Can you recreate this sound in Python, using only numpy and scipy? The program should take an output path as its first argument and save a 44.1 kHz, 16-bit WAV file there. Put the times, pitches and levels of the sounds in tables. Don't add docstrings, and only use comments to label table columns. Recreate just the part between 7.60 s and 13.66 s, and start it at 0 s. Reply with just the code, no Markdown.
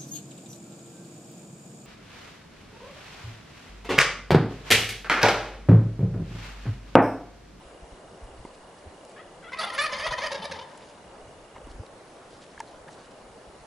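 import sys
import numpy as np
from scipy import signal
from scipy.io import wavfile
from scipy.ndimage import uniform_filter1d

SR = 44100
rng = np.random.default_rng(int(sys.argv[2]) if len(sys.argv) > 2 else 0)


def convert_level_to_amplitude(level_db):
    exponent = np.asarray(level_db, float) / 20
    return 10 ** exponent


def unload_audio(sound):
    columns = np.transpose(np.atleast_2d(sound))
    steps = np.round(np.clip(columns, -1, 1) * 32767)
    wavfile.write(sys.argv[1], SR, steps.astype(np.int16))


N = 267246

# (time [s], peak level [dB], pitch [Hz])
THUMPS = [(0.051, -49, 45), (0.22, -41, 56.4), (0.319, -43.5, 52), (0.629, -39, 49), (0.713, -49, 57),
          (0.793, -42, 51.6), (1.265, -40, 64), (1.77, -57, 40), (2.476, -37.5, 38), (3.946, -45, 61.3),
          (4.039, -48, 40.4), (4.098, -43, 54.6), (4.139, -44, 48.4), (4.164, -60, 53.8), (4.191, -33, 79),
          (4.732, -54, 95), (4.97, -51, 45), (5.101, -58, 95), (5.2, -54, 40), (5.64, -57, 36),
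          (5.878, -47, 55), (6, -45.5, 44.4)]


def evened(x):
    return x / np.sqrt(np.mean(x ** 2) + 1e-20)


def read(points, hz):
    f, value = np.transpose(points)
    return np.interp(np.log(hz + 1), np.log(f + 1), value)


def add(mix, s, sound):
    part = mix[round(s * SR):][:len(sound)]
    part += sound[:len(part)]


def noise(length):
    return rng.standard_normal((length // 8192 + 1) * 8192)[:length]


def resonate(x, hz, width):
    pole = np.exp((2j * np.pi * hz - np.pi * width) / SR)
    return 2 * signal.lfilter([1 - abs(pole)], [1, -pole], x + 0j).real


def resonate_twice(x, hz, width):
    return resonate(resonate(x, hz, width), hz, width)


def wander(length, hz):
    return evened(resonate_twice(noise(length + 999), 0, hz)[999:])


def placed(x, pan_db, lean):
    side = lean * np.gradient(resonate(x, 1800, 1300))
    return np.array([convert_level_to_amplitude(pan_db / 2) * x + side, convert_level_to_amplitude(-pan_db / 2) * x - side])


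def woodland_air():
    # (frequency [Hz], density [dB per Hz])
    hush_spectrum = [(12, -49), (70, -17.5), (142, -3.5), (298, -2.5), (560, 1.5), (930, -4.5), (2500, -17),
                     (10500, -25.5)]
    # (frequency [Hz], left-right likeness [-1 to 1])
    port_likeness = [(60, 1), (170, 0.91), (490, 0.93), (1400, 0.59), (3990, 0.22), (11400, 0.86)]
    frames, hz = N // 256 + 5, np.fft.rfftfreq(1024, 1 / SR)
    a, b, c, d, patches = rng.standard_normal((frames, 513, 5)).T
    patches = uniform_filter1d(patches, size=14, axis=0)
    patches = evened(uniform_filter1d(patches, size=12, axis=1))
    same = np.clip(read(port_likeness, hz), -1, 1)[:, None]
    left = a + 1j * b
    right = same * left + np.sqrt(1 - same ** 2) * (c + 1j * d)
    z = np.array([left, right]) * convert_level_to_amplitude(read(hush_spectrum, hz)[:, None] + 1.23 * patches)
    return convert_level_to_amplitude(-48.5) * evened(signal.istft(z, nperseg=1024, noverlap=768)[1][:, :N])


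def rumble():
    # (time [s], level [dB])
    grip_points = [(0, -62), (.45, -62.5), (.9, -57), (1.15, -71), (1.6, -67), (1.78, -64), (1.9, -68),
                   (2.35, -60), (2.7, -61), (3.0, -76), (3.4, -64), (3.5, -58), (3.78, -62.5), (3.87, -73),
                   (4.1, -59), (4.5, -68.5), (5.6, -67), (6.06, -64)]
    # (frequency [Hz], level [dB], gust depth [dB])
    swing_bands = [(42.4, 1, 3), (95, -0.5, 4.5)]
    shake_db, shake_s = -8.5, 0.024
    t, out = np.arange(N) / SR, np.zeros(N)
    grip = convert_level_to_amplitude(np.interp(t, *np.transpose(grip_points)))
    for hz, db, gust_db in swing_bands:
        turns = np.cumsum(hz * (1 + .45 * wander(N, 45))) / SR
        swing = np.sin(2 * np.pi * turns) * convert_level_to_amplitude(1.8 * wander(N, 36))
        push = grip * convert_level_to_amplitude(db + gust_db * wander(N, 13))
        for s, thump_db, thump_hz in THUMPS:
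            near = convert_level_to_amplitude(thump_db + shake_db - 6.3 * abs(np.log2(thump_hz / hz)))
            add(push, max(s - shake_s, 0), near * np.hanning(round(3 * shake_s * SR)))
        out += push * swing
    late_opposed = 0.16 * np.array([[1], [-1]]) * np.roll(out, 300)
    return placed(out, .3, lean=0) + late_opposed


def lens_motor():
    # (time [s], level [dB])
    motor_level = [
        (0, -54.5),
        (4.13, -54),
        (4.16, -85),
        (5.3, -85),
        (5.35, -56),
        (6.06, -58),
    ]
    whine_hz, frame_rate_hz, first_frame_s = 2870, 29.97, .0055
    t = np.arange(N) / SR
    frame, place = np.divmod((t - first_frame_s) * frame_rate_hz + 1, 1)
    step_db = 1.1 * rng.standard_normal(200)[frame.astype(int)]
    since = place / frame_rate_hz
    burst = np.minimum(since / 0.0074, 1) * convert_level_to_amplitude(-np.maximum(since - .006, 0) * 3600)
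    level = convert_level_to_amplitude(np.interp(t, *np.transpose(motor_level)) + step_db)
    return level * burst * np.sin(2 * np.pi * whine_hz * t)


def finger_thumps():
    out = np.zeros(N)
    push_s = 0.039
    for s, db, hz in THUMPS:
        turns = np.arange(0, max(hz * push_s, 2.2), hz / SR)
        add(out, s - .008, -convert_level_to_amplitude(db) * np.sin(2 * np.pi * turns) * np.hanning(len(turns)))
    return out


def rustles():
    # (time [s], length [s], rms level [dB], centre [Hz])
    grain_bursts = [(0.59, 0.04, -72, 6000), (0.636, 0.017, -58, 9500), (0.845, 0.045, -66, 5000),
                    (0.931, 0.035, -58.5, 3600), (1.18, 0.016, -62.5, 5000), (1.45, 0.0029, -48, 8700),
                    (1.476, 0.058, -61, 6500), (3.172, 0.011, -53, 6100), (4.084, 0.053, -59, 4200),
                    (4.262, 0.0055, -50.5, 2900), (4.689, 0.1, -61.5, 4180), (4.81, 0.043, -55.5, 3500),
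                    (4.862, 0.0052, -57, 3300), (5.08, 0.012, -62, 5600), (5.011, 0.19, -65, 3300),
                    (5.291, 0.071, -58, 4600), (5.348, 0.14, -60, 3500), (5.507, 0.015, -58, 3700),
                    (5.59, .03, -69, 5000), (4.988, 0.013, -54, 3000), (5.001, 0.0055, -40.5, 5900),
                    (5.002, 0.009, -47, 1880), (5.276, 0.021, -52, 1480), (3.946, 0.044, -52.5, 1350),
                    (3.046, 0.34, -61.5, 3830), (4.301, 0.98, -67, 3350), (3.195, 0.06, -56.5, 2100)]
    out = np.zeros(N)
    for s, length_s, db, hz in grain_bursts:
        length = round(length_s * SR)
        grains = noise(length) * convert_level_to_amplitude(3.8 * wander(length, 520))
        brush = evened(resonate_twice(grains, hz, width=1.2 * hz))
        add(out, s, convert_level_to_amplitude(db) * brush * signal.windows.tukey(length, .6))
    return out


def shell_taps():
    # (time [s], peak level [dB], main mode [Hz], ring t60 [s], tick level [dB])
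    tap_events = [(0.85, -24.5, 303, 0.007, -17), (0.8505, -37, 950, 0.024, -14),
                  (2.5259, -21, 1490, 0.0047, -7.5), (3.962, -38, 1000, 0.016, -22),
                  (3.982, -33.5, 350, 0.0076, -22), (4.071, -38, 280, 0.015, -5),
                  (4.234, -35, 500, 0.014, -23), (4.977, -35.5, 1670, 0.012, -15),
                  (4.977, -40, 950, 0.015, -20), (5.0026, -26.5, 904, 0.022, -6),
                  (5.005, -37.5, 1710, 0.019, -20), (5.079, -45, 4200, .006, -6),
                  (5.278, -39, 1600, .008, -14), (5.2855, -37.5, 1750, 0.0074, -14),
                  (5.29, -43, 846, 0.018, -15), (5.812, -38, 800, 0.0065, -16)]
    out = np.zeros(N)
    t = np.arange(2500) / SR
    for s, db, low_hz, t60, tick_db in tap_events:
        high_hz = np.clip(2.27 * low_hz, 950, 2100)
        high_mode = 0.37 * np.sin(2 * np.pi * high_hz * t) * convert_level_to_amplitude(-25 * t / t60)
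        ring = np.sin(2 * np.pi * low_hz * t) + high_mode
        ring *= convert_level_to_amplitude(-60 * (t / t60) ** 2) * np.minimum(t / 0.0014, 1)
        tick = convert_level_to_amplitude(tick_db - 60 * t / 0.0026) * rng.standard_normal(len(t))
        add(out, s, convert_level_to_amplitude(db) * (ring + tick))
    return out


def voice(notes, throat, breath_db, chest_db, sag, sign=-1, arch=.03):
    out = np.zeros(N)
    for (s, length, first_hz, effort_db, rough), later in zip(notes, notes[1:] + [(np.inf, 0, 0)]):
        joined = later[0] - s - length < .008
        last_hz = later[2] if joined else first_hz * (1 - sag)
        t = np.linspace(0, 1, round(length * SR))
        rough = np.clip(rough, 0, 1)
        hz = (first_hz + (last_hz - first_hz) * t) * (1 + .08 * rough * wander(len(t), 120))
        turns = np.cumsum(hz * (1 + arch * (1 / 3 - (2 * t - 1) ** 2))) / SR
        blur_rad = 1.5 * rough ** .8 * np.clip(np.arange(15) * first_hz / 1900 - 1, .15, 2)
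        pulses = np.zeros(len(t))
        for k in range(1, 15):
            flicker = convert_level_to_amplitude(min(2 + 2.6 * k, 14) * rough * wander(len(t), 66))
            phase = 2 * np.pi * k * turns + blur_rad[k] * wander(len(t), 230)
            pulses += flicker * np.cos(phase)
        puffs = evened((0.16 + np.exp(-(turns % 1) / 0.38)) * noise(len(t)))
        gate = np.sin(np.pi / 2 * np.clip(np.minimum(t / 0.26, (1 - t) / 0.22), 0, 1)) ** 2
        swell = convert_level_to_amplitude(3.5 * rough * wander(len(t), 90)) * gate
        drive = np.pad((evened(pulses) + 2.2 * rough * puffs) * swell, (0, 400))
        rung = 0.018 * drive
        for k, (f, width, db) in enumerate(throat):
            rung += sign ** k * convert_level_to_amplitude(db) * resonate_twice(drive, f, width)
        add(out, s, convert_level_to_amplitude(effort_db) * evened(rung))
        breath = resonate_twice(puffs * swell, 10600, 2700)
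        add(out, s, convert_level_to_amplitude(effort_db + breath_db) * rough * evened(breath))
        chest = resonate_twice(puffs * swell, 174, 170)
        add(out, s, convert_level_to_amplitude(effort_db + chest_db) * evened(chest))
    return out


def third_bird():
    # (time [s], length [s], pitch [Hz], effort [dB], roughness [0-1])
    yelp_notes = [
        (1.556, 0.036, 570, -52, 0.3),
        (1.584, .036, 590, -51.5, 0.15),
        (1.818, 0.026, 870, -56, 0.2),
        (1.836, 0.042, 655, -48.5, 0.2),
        (1.872, 0.033, 655, -48.5, 0.18),
    ]
    # (frequency [Hz], width [Hz], level [dB])
    yelp_throat = [(596, 130, 5), (1420, 920, 8.5), (2000, 1170, 2.5), (3300, 590, 0.5)]
    return voice(yelp_notes, yelp_throat, breath_db=-30, chest_db=-41, sag=-0.223, arch=0)


def low_tom():
    # (time [s], length [s], pitch [Hz], effort [dB], roughness [0-1])
    starting = [
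        (1.916, 0.017, 500, -44, 0.72),
        (1.925, 0.027, 520, -36.5, 0.33),
        (1.956, 0.017, 510, -50, 0.3),
        (1.97, 0.016, 650, -43, 0.3),
    ]
    # (time [s], length [s], pitch [Hz], effort [dB], roughness [0-1])
    gobble = [(1.998, 0.054, 465.3, -36.5, 0.64), (2.052, 0.016, 338, -46, 0.27),
              (2.064, 0.027, 409, -38.5, 0.23), (2.1, 0.1, 524.8, -42.5, 0.25),
              (2.285, 0.056, 509, -39.5, 0.23), (2.333, 0.03, 522, -36, 0.2), (2.36, .022, 511, -39, .5),
              (2.385, 0.053, 515, -41.5, 0.86), (2.46, 0.023, 500, -32.5, 0.76),
              (2.503, 0.023, 503, -33.5, 0.3), (2.57, 0.048, 520, -38, 0.43),
              (2.579, 0.015, 528, -31.5, 0.12), (2.6, 0.08, 509, -40, 0.67)]
    # (time [s], length [s], pitch [Hz], effort [dB], roughness [0-1])
    fading = [(2.702, 0.024, 450, -42, 0.15), (2.735, 0.023, 499, -40.5, 0.13), (2.75, 0.016, 425, -45, .2),
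              (2.768, 0.03, 478, -43.5, 0.13), (2.796, 0.0108, 432, -47.5, 0.42),
              (2.817, 0.021, 449.6, -38.5, 0.29), (2.835, 0.027, 445, -40, 0.55),
              (2.893, 0.013, 427, -46, 0.18), (2.927, 0.025, 490, -44, 0.051),
              (2.953, 0.0163, 431, -45, 0.24), (2.986, 0.0157, 426, -40, 0.074),
              (3.008, 0.026, 513.4, -46, 0.1)]
    # (frequency [Hz], width [Hz], level [dB])
    starting_throat = [(520, 420, -6.5), (1080, 300, 6), (1560, 840, -4), (2090, 530, 6), (3300, 1700, -12),
                       (4730, 1900, -12.5)]
    # (frequency [Hz], width [Hz], level [dB])
    gobble_throat = [(500, 190, -6), (950, 310, 4.5), (1750, 310, -26), (2100, 570, -5), (3120, 510, -7),
                     (3300, 750, -5.5), (4470, 3200, -21), (6500, 730, -17.5)]
    # (frequency [Hz], width [Hz], level [dB])
    fading_throat = [(450, 950, -9), (900, 410, 6), (1750, 350, -48), (2270, 550, -7), (3060, 290, -2.5),
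                     (3520, 350, -2.5), (4630, 1450, -11), (6500, 580, -20)]
    out = voice(starting, starting_throat, breath_db=-22, chest_db=-27, sag=.02)
    out += voice(gobble, gobble_throat, breath_db=-16.5, chest_db=-20, sag=0.023)
    out += voice(fading, fading_throat, breath_db=-10.5, chest_db=-16.5, sag=0.013, arch=0)
    return out


def high_tom():
    # (time [s], length [s], pitch [Hz], effort [dB], roughness [0-1])
    opening = [
        (1.984, 0.023, 628, -32.5, 0.3),
        (1.999, 0.03, 653, -37.5, 0.49),
        (2.025, 0.033, 704.7, -33.5, 0.36),
        (2.062, 0.022, 671, -54, 1),
        (2.085, 0.027, 645, -42.5, 0.3),
        (2.132, 0.029, 621, -41, 1),
    ]
    # (time [s], length [s], pitch [Hz], effort [dB], roughness [0-1])
    gobble = [(2.098, 0.0097, 656, -37.5, 0.21), (2.138, 0.033, 613, -40.5, 0.19),
              (2.255, 0.019, 633.5, -32, 0.46), (2.318, 0.028, 591, -34.5, 0.32),
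              (2.375, 0.045, 571, -36, 0.51), (2.418, 0.032, 575.5, -36, 0.26),
              (2.44, 0.024, 627, -32.5, 0.17), (2.46, 0.036, 666, -36.5, 0.46),
              (2.52, 0.026, 623, -32, 0.25), (2.613, 0.024, 531, -35, 0.06),
              (2.632, 0.021, 596, -32, 0.096), (2.655, 0.023, 630, -34, 0.5)]
    # (time [s], length [s], pitch [Hz], effort [dB], roughness [0-1])
    cry = [
        (2.177, .014, 520, -31.5, .12),
        (2.183, .026, 586, -25.5, .02),
        (2.199, .061, 580, -30.5, .3),
    ]
    # (time [s], length [s], pitch [Hz], effort [dB], roughness [0-1])
    closing = [
        (2.712, 0.026, 563.4, -34.5, 0.35),
        (2.742, 0.024, 547, -37, 0.14),
        (2.84, 0.014, 593, -41, .4),
        (2.85, 0.013, 592, -37.5, 0.28),
        (2.91, 0.019, 540, -37, 0.3),
        (2.93, 0.053, 507, -51, 0.32),
    ]
    # (frequency [Hz], width [Hz], level [dB])
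    opening_throat = [(650, 480, -8.5), (1310, 780, 2), (2000, 1500, -10.5), (2900, 160, -1.5),
                      (3460, 190, 1), (4420, 1200, -8), (6300, 620, -27)]
    # (frequency [Hz], width [Hz], level [dB])
    gobble_throat = [(573, 210, 3), (1190, 920, -5), (1810, 340, 4.5), (2200, 590, -2), (3200, 680, -6),
                     (4800, 1060, -5.5), (6500, 550, -15)]
    # (frequency [Hz], width [Hz], level [dB])
    cry_throat = [(596, 1300, -11), (1310, 1400, 9), (1640, 1200, 17.5), (2340, 960, 9), (3500, 420, 19.5),
                  (4000, 1250, 14.5), (6300, 2250, -45)]
    # (frequency [Hz], width [Hz], level [dB])
    closing_throat = [(540, 320, -3), (1130, 450, -48), (1810, 240, -0.5), (3500, 4500, -16.5),
                      (5000, 4400, -21)]
    out = voice(opening, opening_throat, breath_db=-6, chest_db=-26, sag=0.0085)
    out += voice(gobble, gobble_throat, breath_db=-13, chest_db=-29, sag=.045)
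    out += voice(cry, cry_throat, breath_db=-1, chest_db=-36, sag=-0.092, sign=0.84, arch=0)
    out += voice(closing, closing_throat, breath_db=-11, chest_db=-28, sag=0.028)
    return out


def chest_booms():
    # (time [s], length [s], pitch [Hz], level [dB])
    hums = [
        (2.02, 0.069, 206, -49),
        (2.51, 0.037, 132, -44.5),
        (2.78, 0.05, 186, -44),
        (2.88, 0.061, 172, -49.5),
    ]
    out = np.zeros(N)
    for s, length, hz, db in hums:
        t = np.arange(0, length, 1 / SR)
        add(out, s, convert_level_to_amplitude(db + 3.5) * np.sin(2 * np.pi * hz * t) * np.hanning(len(t)))
    shudder = evened(resonate_twice(noise(round(1.16 * SR)), hz=83, width=29))
    add(out, 2.0, convert_level_to_amplitude(-60) * shudder * signal.windows.tukey(len(shudder), .3))
    return out


def scattered(x, decay):
    taps = np.zeros((2, SR))
    at = np.arange(200, SR - 20, 20) + rng.integers(0, 20, (2, (SR - 201) // 20))
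    np.put_along_axis(taps, at, rng.choice([-1., 1.], at.shape), 1)
    taps[1] = 0.67 * taps[0] + .5 * taps[1]
    hz, t, z = signal.stft(taps, SR, nperseg=256)
    fade = convert_level_to_amplitude(-60 * t / read(decay, hz)[:, None])
    tail = signal.istft(z * fade, SR, nperseg=256)[1]
    return signal.fftconvolve(x[None], tail / np.linalg.norm(tail[0]), axes=1)[:, :N]


def echoes(calls):
    # (frequency [Hz], t60 [s])
    trunk_decay = [(300, 0.1), (1000, 0.16), (3000, 0.13), (9000, 0.056)]
    # (frequency [Hz], t60 [s])
    hillside_decay = [(300, 0.58), (1000, 1.76), (3000, 0.71), (9000, 0.52)]
    return convert_level_to_amplitude(-10.5) * scattered(calls, trunk_decay) + convert_level_to_amplitude(-9.5) * scattered(calls, hillside_decay)


def scene():
    camera = rumble() + placed(lens_motor(), -1.1, lean=0.33)
    hands = finger_thumps() + rustles() + shell_taps()
    yelps, low, high = third_bird(), low_tom(), high_tom()
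    birds = placed(yelps, 3.0, lean=0.41)
    birds += placed(low + chest_booms(), 0.18, lean=0.4)
    birds += placed(high, -0.09, lean=-0.79)
    return woodland_air() + camera + hands + birds + echoes(yelps + low + high)


def top_cut(x):
    return signal.sosfilt(signal.butter(12, 11980, fs=SR, output="sos"), x)


def record(dry):
    edge = signal.firwin(511, 11080, window=("kaiser", 9), fs=SR)
    mix = signal.oaconvolve(dry, edge[None], "same")
    return top_cut(mix)


dry = scene()
out = record(dry)
unload_audio(out)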